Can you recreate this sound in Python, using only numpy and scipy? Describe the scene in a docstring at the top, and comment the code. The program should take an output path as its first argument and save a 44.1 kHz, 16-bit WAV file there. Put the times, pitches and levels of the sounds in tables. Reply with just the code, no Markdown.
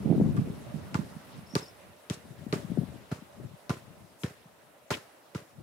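"""Keepy-uppy in a breezy garden

A football is kept up off boots and thighs on a lawn, a few metres from a small stereo microphone. Each
touch is a slap, a thump as the ball dents and rebounds, and a ring of the air inside; a boot scuffs now
and then. Walls return two echoes and the trees a short tail. Wind buffets each microphone port on its
own, leaves hiss far off and a small bird chirps once."""
import sys
import numpy as np
from scipy import signal
from scipy.io import wavfile

SR = 44100
rng = np.random.default_rng(int(sys.argv[2]) if len(sys.argv) > 2 else 0)


def store_wav(level_fs):
    """Save 16-bit WAV to argv[1]."""
    pcm = np.round(np.clip(np.atleast_2d(level_fs), -1, 1) * 32767)
    wavfile.write(sys.argv[1], SR, pcm.T.astype(np.int16))


N = 247842

# Touches of the ball: (time [s], slap level [dB], slap pitch [Hz], slap left over right [dB], dent [dB],
# rebound [dB], contact [ms], shell ring [dB], air ring [dB], garden tail [dB])
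TOUCHES = [(0.366, -36.5, 5900, 10, -30, -30, 7.7, -53, -44.5, -56),
           (0.9441, -20, 2960, 17, -25, -11, 7.15, -38, -33.5, -40.5),
           (1.5532, -9.5, 4380, 4.5, -16, -13, 7.6, -28.5, -33.5, -33),
           (2.0997, -19.5, 4630, 10, -28, -15, 6.95, -39, -65, -39),
           (2.5264, -16.5, 2670, 9.5, -16, -18, 7.34, -23.5, -36, -33.5),
           (3.1139, -33, 2000, 8, -25.5, -15, 7.8, -40.5, -48, -42),
           (3.6946, -19.5, 3500, 12, -21, -11.5, 8.5, -39.5, -36, -35.5),
           (4.2345, -19, 1800, 18.5, -29, -14, 7.3, -39.5, -54, -36.5),
           (4.9045, -22, 3060, 17, -20, -17.5, 8.6, -43, -34.5, -27.5),
           (5.3481, -27, 2210, 9, -28, -18.5, 7, -47, -47.5, -41.5)]


def ball():
    """The skin slaps, the ball dents and springs back; both jolts ring the shell and the air inside."""
    # Resonances of the ball: (pitch [Hz], gain [dB], time to fall 60 dB [s])
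    modes = [(381, 5.5, 0.035), (896, 0.5, 0.056), (1034, 0.5, 0.086), (1173, -0.5, 0.058),
             (1384, 8.5, 0.025), (1635, -6, 0.048), (2000, -13, 0.029), (2170, -10, 0.02),
             (2720, -16, 0.014)]
    is_shell = np.array(modes)[:, :1, None] < 600    # modes above 600 Hz belong to the air inside
    dent, rebound, slap, ring = np.zeros(N), np.zeros(N), np.zeros((2, N)), np.zeros((2, N))
    jolts = np.zeros((len(modes), 2, N))
    t = np.arange(800) / SR
    snap = np.exp(-t / 0.00039) + 0.068 * np.exp(-t / 0.024)
    for s, slap_db, slap_hz, side_db, dent_db, rebound_db, contact_ms, shell_db, air_db, _ in TOUCHES:
        add(dent, s + 0.0023, from_db(dent_db) * bump(ms=2.07))
        add(rebound, s + contact_ms / 1000, from_db(rebound_db) * bump(ms=4.09))
        crack = butter(rng.standard_normal((2, len(t))) * snap, [0.5 * slap_hz, 1.58 * slap_hz], "band")
        add(slap, s, from_db(slap_db) * pan(side_db) * crack)
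        ring_db = np.where(is_shell, shell_db, air_db)
        for after_s, jolt_db in (.002, -3), (contact_ms / 1000 + 0.00197, 0):
            strengths = from_db(ring_db + jolt_db + rng.normal(0, 1.1, (len(modes), 2, 1)))
            # each port hears different lobes of the air modes
            polarity = np.where(is_shell, 1, rng.choice([-1, 1], strengths.shape))
            add(jolts, s + after_s, strengths * polarity)
    for (hz, db, t60), clicks in zip(modes, jolts):
        r, w = from_db(-60 / (t60 * SR)), 2 * np.pi * hz / SR
        ring += from_db(db) * signal.lfilter([0, np.sin(w)], [1, -2 * r * np.cos(w), r * r], clicks + 1e-18)
    thump = dent + butter(rebound, [95, 260], "band", order=1)    # one swing as the ball regains its shape
    return thump + slap + ring * pan(-1.9)


def garden(direct, noise_bands):
    """Two dull echoes off walls, then scatter from the trees that dies band by band."""
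    # Wall reflections: (delay [s], gain [dB], left over right [dB])
    echoes = [(.033, -21.5, -3), (.064, -21.5, -1)]
    # Colour of the tail: (frequency [Hz], spectral density [dB])
    tail_colour = [(100, 8), (200, -1), (400, 12), (800, -0.5), (1800, 1.5), (3000, -5), (5500, -6),
                   (10000, -15.5), (16000, -25)]
    # Decay of the tail: (frequency [Hz], time to fall 60 dB [s])
    tail_decay = [(200, 0.2), (1500, 0.24), (5000, 0.23), (14000, 0.3)]
    reflections = np.zeros((2, N))
    for delay_s, db, side_db in echoes:
        add(reflections, delay_s, from_db(db) * pan(side_db) * butter(direct, 2700, "low", order=1))
    s, *_, tail_db = np.transpose(TOUCHES)
    grain = from_db(2.6 * drift(hz=140))    # trunks and branches return the sound in lumps
    rise = np.exp(-1 / (0.00076 * SR))    # scatter builds up over a few ms
    scatter = np.zeros((2, N))
    for hz, noise in noise_bands:
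        hits = np.full(N, 1e-18)
        hits[(s * SR).astype(int)] = from_db(tail_db + at_hz(tail_colour, hz))
        fall = from_db(-60 / (at_hz(tail_decay, hz) * SR))
        scatter += noise * signal.lfilter([1 - rise], np.convolve([1, -rise], [1, -fall]), hits)
    return reflections + grain * scatter


def scuffs():
    """A boot brushes grass or ball in short, grainy strokes."""
    # Boot strokes: (time [s], length [s], low edge [Hz], high edge [Hz], level [dB])
    strokes = [(4.17, 0.11, 5700, 12300, -55), (4.91, 0.058, 2130, 3400, -36),
               (2.11, 0.056, 2800, 8800, -47), (1.57, 0.036, 3100, 7600, -43.5)]
    out = np.zeros((2, N))
    for s, length_s, low_hz, high_hz, db in strokes:
        swell = bump(ms=1000 * length_s)
        grains = rng.standard_normal((2, len(swell))) * from_db(5.1 * rng.standard_normal(len(swell)))
        add(out, s, from_db(db) * swell * rms_one(butter(grains, [low_hz, high_hz], "band")))
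    return out


def wind():
    """Each port gets its own lumpy rumble with single eddies on top; a stronger gust is brighter."""
    # Wind on the ports: (time [s], strength [dB], left over right [dB])
    gusts = [(0.0, -38, 6), (0.1, -32.5, -11), (0.22, -29, 4), (0.45, -36.5, -1.5), (0.62, -50.5, 3.5),
             (0.78, -45.5, -0.5), (0.9, -49.5, -3), (1.0, -41, -6), (1.1, -52, -1), (1.26, -59.5, 2),
             (1.36, -48, -3), (1.5, -58, -1), (1.8, -64.5, -2), (1.9, -59, -5), (2.0, -84, -6),
             (2.25, -55, 5.5), (2.55, -53, 15), (2.8, -45.5, 12.5), (2.97, -54.5, 14.5), (3.08, -66.5, 11),
             (3.33, -67.5, 9), (3.44, -44.5, 5.5), (3.6, -71.5, 7), (3.8, -59.5, 8), (4.02, -57.5, 7),
             (4.15, -72, 8), (4.5, -70.5, 5), (5.25, -84, 1), (5.5, -75, 3), (5.62, -48.5, 8)]
    # The strongest eddies: (time [s], port struck [left, right or both], level [dB], pitch [Hz])
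    strong_eddies = [(0.061, "right", -16, 195), (0.104, "right", -19, 330), (0.115, "right", -12, 258),
                     (0.128, "right", -16.5, 350), (0.147, "right", -21.5, 257),
                     (0.164, "left", -17.5, 206), (0.183, "left", -13, 217), (0.203, "left", -12, 268),
                     (0.214, "both", -22, 332), (0.221, "both", -16, 188), (0.245, "left", -15.5, 217),
                     (0.263, "left", -21.5, 230), (0.298, "left", -19.5, 139), (0.385, "left", -15, 148),
                     (0.395, "right", -17, 195), (0.421, "right", -16.5, 161), (0.476, "both", -27.5, 245),
                     (0.503, "left", -24, 180), (0.746, "right", -22, 180), (0.762, "right", -25, 164),
                     (0.994, "right", -19, 200), (1.168, "right", -31.5, 192), (1.385, "right", -33, 157),
                     (1.54, "right", -28.5, 220), (2.31, "left", -38, 153), (2.42, "left", -35, 124),
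                     (2.469, "left", -25.5, 232), (2.563, "left", -26, 190), (2.65, "left", -26.5, 182),
                     (2.703, "left", -23.5, 180), (2.72, "left", -20.5, 231), (2.777, "left", -18, 303),
                     (2.789, "left", -12.5, 174), (2.816, "left", -23.5, 170), (2.836, "left", -23.5, 234),
                     (2.899, "left", -33, 140), (3.225, "left", -35.5, 226), (3.411, "left", -34.5, 153),
                     (3.453, "left", -29, 143.6), (3.542, "left", -36, 149), (4.461, "both", -46.5, 174),
                     (5.584, "left", -41, 145)]
    lee_db = -17.5    # an eddy at the port it does not strike
    strength_db, side_db = in_time(gusts)
    gust_db = strength_db + side_db / 2 * np.array([[1], [-1]])
    lumps = from_db(gust_db + 2.6 * drift(hz=18))
    deep, low, high = rng.standard_normal((3, 2, N))
    deep = rms_one(butter(deep, [35, 100], "band"))
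    low = rms_one(butter(low, [110, 230], "band"))
    high = rms_one(butter(butter(high, [230, 420], "band"), 690, "low"))
    brightness = from_db(-5 + 0.32 * (gust_db + 18.5) + 7.0 * drift(hz=31.4))
    ports = lumps * (deep + low + brightness * high)
    eddies = list(strong_eddies)
    for when, side, size, pitch in rng.random((60, 4)):    # weaker eddies ride on the gust
        port = int(side * 2)
        db = gust_db[port, int(when * N)] + 7.5 + 5.5 * (2 * size - 1)
        eddies.append((when * N / SR, ("left", "right")[port], db, 170 * 2 ** (pitch - .5)))
    for s, port, db, hz in eddies:
        shade_db = lee_db * np.array([[port == "right"], [port == "left"]])
        phases = rng.uniform(0, 2 * np.pi) + rng.normal(0, 0.37, (2, 1))
        add(ports, s - 1.304 / hz, from_db(db + shade_db) * eddy(hz, phases))
    return ports + 0.15 * ports[::-1]    # a little of each port leaks into the other


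def eddy(hz, phases):
    """One swirl passing the ports: a few sagging cycles with a short pop as it arrives."""
    turns = np.linspace(-1.3, 2.1, round(3.4 * SR / hz))
    phase = 2 * np.pi * (turns - 0.096 * turns ** 2) + phases
    pop = np.exp(-((turns + 0.58) / 0.41) ** 2) * np.sin(phase * 540 / hz)
    pop_db = -21 + 18.5 * np.log2(hz / 200)    # small, quick eddies pop harder
    along = np.linspace(0, 1, len(turns))
    swell = np.sin(np.interp(along, [0, 0.3, 1], [0, np.pi / 2, np.pi])) ** 2    # fast in, slower out
    return np.sin(phase) * swell + from_db(pop_db) * pop


def leaves(noise_bands):
    """Far hiss of leaves, each band wavering a little, with a hollow tone in it."""
    # Colour of the hiss: (frequency [Hz], spectral density [dB])
    colour = [(60, -6), (150, -11.5), (300, -4.5), (600, -2.5), (900, -4.5), (1500, -9), (3000, -14.5),
              (5000, -19), (7000, -22.5), (9000, -20), (12000, -23), (16000, -32.5)]
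    # Rise and fall of the hiss: (time [s], level [dB])
    levels = [(0.55, -52.5), (0.94, -52), (2.14, -57), (2.78, -53), (3.13, -56.5), (4.87, -60.5),
              (5.1, -58), (5.62, -60.5)]
    wavering = sum(noise * from_db(at_hz(colour, hz) + 2.17 * drift(hz=14.6)) for hz, noise in noise_bands)
    hiss = rms_one(wavering)
    hollow = rms_one(butter(hiss, [561, 609], "band", order=1))
    return from_db(in_time(levels)) * (hiss + from_db(-14 + 5.0 * drift(hz=2.7)) * hollow)


def bird():
    """One chirp of short, mostly falling whistles, blurred by distance and foliage."""
    # Syllables: (time [s], length [s], first pitch [Hz], last pitch [Hz], level [dB])
    syllables = [(1.462, 0.025, 5300, 5450, -61), (1.49, 0.036, 5520, 4900, -56.5),
                 (1.525, 0.077, 5750, 5000, -51), (1.61, 0.059, 5360, 4160, -53),
                 (1.658, 0.048, 5550, 4640, -55.5)]
    fade_db = -5    # over each syllable
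    chirp = np.zeros(N)
    for s, length_s, first_hz, last_hz, db in syllables:
        along = np.linspace(0, 1, round(length_s * SR))
        hz = first_hz + (last_hz - first_hz) * along ** 2.52    # the pitch holds, then slides
        envelope = from_db(db + fade_db * along) * np.hanning(len(along)) ** 0.36
        add(chirp, s, envelope * np.sin(2 * np.pi * np.cumsum(hz) / SR))
    for delay_s, db in (.007, -6.5), (.017, -7):    # scatter off branches
        add(chirp, delay_s, from_db(db) * chirp)
    return chirp * from_db(5 * drift(hz=110)) * pan(6)


def diffuse_bands():
    """Half-octave bands of stereo noise, wider in the treble: (centre [Hz], noise)."""
    # Likeness of the two channels: (frequency [Hz], correlation [0-1])
    likeness = [(60, 0.38), (240, 0.83), (950, 0.23), (3770, 0.12), (15000, 0.17)]
    edges = 45 * 2 ** np.arange(0, 8.6, .5)
    white, out = rng.standard_normal((2, 2, N)), []
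    for k, (low, high) in enumerate(zip(edges, edges[1:])):
        mid, side = butter(white[k % 2], [low, high], "band")
        hz = np.sqrt(low * high)
        alike = np.clip(at_hz(likeness, hz), 0, 1)
        out.append((hz, np.sqrt(1 + alike) * mid + np.sqrt(1 - alike) * side * [[1], [-1]]))
    return out


def drift(hz):
    """Smooth random wander of spread 1, one track per channel."""
    hop = 40
    r = np.exp(-2 * np.pi * hz * hop / SR)
    white = rng.standard_normal((2, N // hop + 2002))
    slow = rms_one(signal.lfilter([1], [1, -2 * r, r * r], white)[:, 2000:])
    return np.array([np.interp(np.arange(N) / hop, np.arange(len(track)), track) for track in slow])


def from_db(db):
    return 10 ** (np.asarray(db) / 20)


def rms_one(x):
    return x / np.sqrt(np.mean(x ** 2, axis=-1, keepdims=True) + 1e-20)


def at_hz(points, hz):
    frequencies, values = np.transpose(points)
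    return np.interp(np.log(hz), np.log(frequencies), values)


def in_time(rows):
    s, *columns = np.transpose(rows)
    return np.array([np.interp(np.arange(N) / SR, s, column) for column in columns])


def butter(x, hz, kind, order=2):
    return signal.sosfilt(signal.butter(order, hz, kind, fs=SR, output="sos"), x + 1e-18)


def pan(side_db):
    return from_db([[side_db / 2], [-side_db / 2]])


def bump(ms):
    return np.hanning(max(round(ms * SR / 1000), 3))


def add(out, s, piece):
    """Mixes a piece in at a time in seconds."""
    at = max(round(s * SR), 0)
    out[..., at:at + piece.shape[-1]] += piece[..., :N - at]


def scene():
    """The ball and the garden's answer, with wind, leaves, bird and boot scuffs around them."""
    direct, noise_bands = ball(), diffuse_bands()
    return direct + garden(direct, noise_bands) + wind() + leaves(noise_bands) + bird() + scuffs()


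def record(dry):
    """The microphone hisses; a low cut against wind smears every thump; the top is cut."""
    hiss_db, low_cut_hz, top_hz = -70, 85.8, 16650
    hiss = from_db(hiss_db) * rms_one(butter(rng.standard_normal(dry.shape), 7200, "high"))
    thinned = butter(dry + hiss, low_cut_hz, "high", order=4)
    return signal.sosfilt(signal.cheby2(12, 60, top_hz, fs=SR, output="sos"), thinned)


dry = scene()
out = record(dry)
store_wav(out)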